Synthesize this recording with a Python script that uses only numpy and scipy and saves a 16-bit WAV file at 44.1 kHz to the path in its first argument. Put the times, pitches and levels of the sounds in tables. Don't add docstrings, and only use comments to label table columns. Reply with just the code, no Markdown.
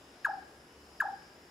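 import sys
import numpy as np
from scipy import signal
from scipy.fft import rfft, irfft
from scipy.io import wavfile
from scipy.ndimage import uniform_filter1d

SR = 44100
rng = np.random.default_rng(int(sys.argv[2]) if len(sys.argv) > 2 else 0)


def volts_from_db(level):
    exponent = np.asarray(level, float) / 20
    return 10 ** exponent


def wav_out(sig):
    wavfile.write(sys.argv[1], SR, np.round(np.clip(np.atleast_2d(sig).T, -1, 1) * 32767).astype(np.int16))


N = 66150

# frequency in Hz, side against mid in dB.
SIDE_WIDTH = [(60, -33), (200, -39), (380, -21), (700, -9.5), (1290, -1.5), (4400, -2), (9000, -4.5),
              (12000, -33)]


def table(points, hz):
    p = np.array(points, float)
    return np.interp(np.log(np.maximum(hz, 1)), np.log(p[:, 0]), p[:, 1])


def unit(x):
    return x / np.sqrt(np.mean(x ** 2))


def walk(rate_hz):
    hold = int(SR / rate_hz)
    steps = np.repeat(rng.standard_normal(N // 500), hold)[:N]
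    return 1.5 * uniform_filter1d(uniform_filter1d(steps, hold), hold)


def band(hz, width_hz):
    f = np.fft.rfftfreq(N, 1 / SR)
    bell = 1 / (1 + (2 * (f - hz) / width_hz) ** 4)
    return irfft(rfft(rng.standard_normal((2, N))) * bell, N)


def balance(left_db):
    return volts_from_db(np.array([[left_db], [-left_db]]) / 2)


def spread(pair, side_db, left_db):
    left_right = pair[0] + volts_from_db(side_db) * pair[1] * np.array([[1], [-1]])
    return left_right * balance(left_db)


def delay(x, s):
    return irfft(rfft(x) * np.exp(-2j * np.pi * np.fft.rfftfreq(N, 1 / SR) * s), N)


def blob(peak_s, db, hz, rise_hz_per_s, half_s):
    u = np.clip((np.arange(N) / SR - peak_s) / half_s, -1, 1) * half_s
    env = np.cos(np.pi / 2 * u / half_s) ** 3
    return volts_from_db(db) * env * np.sin(2 * np.pi * (hz * u + rise_hz_per_s * u ** 2 / 2))


def night_air():
    # frequency in Hz, noise density in dB.
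    spectrum = [(22, -39), (52, -7.5), (110, -10), (300, -4), (900, -11), (3600, -22), (9300, -33),
                (15500, -43)]
    # frequency in Hz, left against right in dB.
    lean = [(200, 0.2), (380, 2), (1000, 4), (2400, 0.7), (4400, 2.7), (8100, 2.7), (12000, -21)]
    level_db, swell_db, flicker_db = -57, .6, 1.1
    out, swell = 0, walk(2.0)
    for hz in 22 * 2 ** np.arange(0, 9.6, 1 / 3):
        db = table(spectrum, hz) + swell_db * swell + flicker_db * walk(9.18)
        noise = band(hz, hz / 3.56)
        out = out + volts_from_db(db) * spread(noise, table(SIDE_WIDTH, hz), table(lean, hz))
    return volts_from_db(level_db) * unit(out)


def far_engine():
    # frequency in Hz, width in Hz, level in dB.
    hum = [(72.5, 6.4, -71), (139.4, 30, -76.5), (221, 16, -81), (295.3, 11.6, -73), (353.2, 32, -72)]
    out = 0
    for hz, width_hz, db in hum:
        out = out + volts_from_db(db) * spread(unit(band(hz, width_hz)), table(SIDE_WIDTH, hz), 0)
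    return out


def insects():
    # frequency in Hz, width in Hz, level in dB, throb in Hz, throb depth 0-1,
    # swell in dB, left against right in dB, side against mid in dB.
    choirs = [
        (6900, 1800, -78, 90, .1, 1.1, .6, -4),
        (2950, 150, -82, 60, .2, 1.5, 1.2, -5),
        (5150, 850, -68.5, 240, .25, 1.7, 2.5, -6),
        (10700, 850, -80, 131, .85, 1.1, -1.2, -10),
    ]
    out = 0
    for hz, width_hz, db, throb_hz, depth, swell_db, left_db, side_db in choirs:
        wing_hz = throb_hz * (1 + .006 * walk(3.86))
        throb = 1 + depth * np.sin(2 * np.pi * np.cumsum(wing_hz) / SR)
        hiss = spread(unit(band(hz, width_hz)), side_db, left_db)
        out = out + volts_from_db(db + swell_db * walk(7.8)) * throb * hiss
    return out


def whistle():
    # start in seconds, level in dB, pitch scale.
    knocks = [
        (.2445, -19, 1.001),
        (0.9994, -19, 1.005),
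    ]
    # seconds after start, pitch in Hz, level in dB.
    plunge = [(.0008, 1150, -40), (.0022, 1380, -17), (.0038, 1730, -8), (.0060, 1710, 0),
              (.0124, 1525, -2), (.0142, 1330, -12), (.0200, 1050, -15), (.0290, 850, -12),
              (.0345, 700, -30)]
    # peak in seconds after start, level in dB, pitch in Hz, rise in Hz per s, half length in s.
    side_tones = [
        (0.00216, -21.5, 2564, 300000, 0.0019),
        (.0225, -11, 1308, -15000, 0.0056),
        (.0400, -22.5, 1295, -5000, 0.0094),
        (0.043, -20, 670, -3000, 0.009),
    ]
    # multiple of the pitch, level in dB.
    overtones = [(2, -42.5), (3, -34.5), (4, -36.5), (5, -38), (6, -37), (7, -35), (8, -35.5)]
    # frequency in Hz, gain in dB.
    throat = [(2000, 12), (2700, 8.5), (3400, -3), (4300, 2), (5900, -17.5), (6950, 7.5), (8800, -21.5),
              (10500, 3)]
    throat_top_hz, overtone_power = 12100, 0.29
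    overtone_end_s, overtone_fade_s = .018, .004

    t, pure, high = np.arange(N) / SR, np.zeros(N), np.zeros(N)
    at_s, pitch_hz, level_db = np.array(plunge).T
    for s, db, scale in knocks:
        hz = uniform_filter1d(scale * np.interp(t - s, at_s, pitch_hz), size=40)
        env = volts_from_db(np.interp(t - s, at_s, level_db, left=-150, right=-150))
        env = uniform_filter1d(env, size=40).clip(0)
        phase = 2 * np.pi * np.cumsum(hz * (t > s)) / SR
        pure += volts_from_db(db) * env * np.sin(phase)
        for late_s, tone_db, tone_hz, rise_hz_per_s, half_s in side_tones:
            pure += blob(s + late_s, db + tone_db, tone_hz, rise_hz_per_s, half_s)
        fade = np.exp(-(t - s - overtone_end_s).clip(0) / overtone_fade_s)
        high_env = env ** overtone_power * fade
        for k, k_db in overtones:
            gain = volts_from_db(db + k_db + table(throat, k * hz))
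            high += gain * high_env * np.sin(k * phase + k * k)
    return pure, signal.sosfilt(signal.butter(14, throat_top_hz, fs=SR, output="sos"), high)


def gulps():
    # peak in seconds, level in dB, pitch at peak in Hz, rise in Hz per s, half length in s.
    swallows = [
        (0.3, -29, 811, 8000, 0.014),
        (0.34, -32.5, 801, 4000, 0.018),
        (.3840, -38, 774, -1000, .022),
        (1.057, -29, 815, 9000, 0.013),
        (1.09, -30, 806, 8100, 0.011),
        (1.1385, -35, 798, 500, 0.018),
        (.3700, -46, 735, 1500, .008),
        (1.1220, -47, 755, 1500, .007),
        (.4270, -48, 800, 2000, .012),
        (1.214, -72, 830, 2000, .01),
    ]
    strong_db, after_s, after_db = -33, .0142, -7.5
    out = np.zeros(N)
    for s, db, hz, rise_hz_per_s, half_s in swallows:
        out += blob(s, db, hz, rise_hz_per_s, half_s)
        if db > strong_db:
            out += blob(s + after_s, db + after_db, 785, 0, .0145)
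    return out


def woods(voice, high):
    # delay in seconds, left level in dB, right level in dB.
    trunks = [(.0105, -33, -16.5), (.0170, -11, -36), (.0255, -21, -43), (.0283, -45, -18.5),
              (.0350, -22, -32), (.0410, -23, -22), (.0527, -23.5, -42), (.0590, -21, -17.5),
              (.0657, -37, -25.5), (.0693, -17, -37), (.0870, -26.5, -31), (.0925, -24, -40),
              (.0990, -25, -28), (.1190, -37, -43), (.1320, -41, -35), (.1500, -29, -44), (.1580, -32, -40),
              (0.172, -33, -59), (.1870, -35, -40), (.2020, -38, -39), (0.279, -37, -45)]
    left_db, left_lag_s, overtone_left_db = 2.5, .000042, -2.5
    tail_db, t60_s, tail_top_hz = -12.5, 0.89, 2940
    echo_low_hz, overtone_echo_db = 1000, -12
    direct = np.array([delay(voice, left_lag_s), voice]) * balance(left_db)
    direct += high * balance(overtone_left_db)

    t = np.arange(SR // 2) / SR
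    tail = rng.standard_normal((2, len(t))) * volts_from_db(-60 * t / t60_s) * (t > .008)
    room = volts_from_db(tail_db) * tail / np.sqrt(np.sum(tail ** 2, axis=1, keepdims=True))
    room = signal.sosfilt(signal.butter(1, tail_top_hz, fs=SR, output="sos"), room)
    for s, trunk_left_db, trunk_right_db in trunks:
        room[:, int(s * SR)] += volts_from_db(np.array([trunk_left_db, trunk_right_db]))
    room = signal.sosfilt(signal.butter(1, echo_low_hz, "high", fs=SR, output="sos"), room)
    sent = voice + volts_from_db(overtone_echo_db) * high
    return direct + signal.fftconvolve(sent[None], room, axes=1)[:, :N]


def scene():
    background = night_air() + far_engine() + insects()
    pure, high = whistle()
    return background + woods(pure + gulps(), high)


def top_cut(x):
    return signal.sosfilt(signal.butter(12, 15940, fs=SR, output="sos"), x)


def record(dry):
    top_hz, side_top_hz = 15600, 11300
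    dry = signal.sosfilt(signal.ellip(8, .2, 60, top_hz, fs=SR, output="sos"), dry)
    mono_top = 1 / (1 + (np.fft.rfftfreq(N, 1 / SR) / side_top_hz) ** 40)
    side = irfft(rfft(dry[0] - dry[1]) * mono_top, N) / 2
    mix = dry.mean(axis=0) + side * np.array([[1], [-1]])
    return top_cut(mix)


dry = scene()
out = record(dry)
wav_out(out)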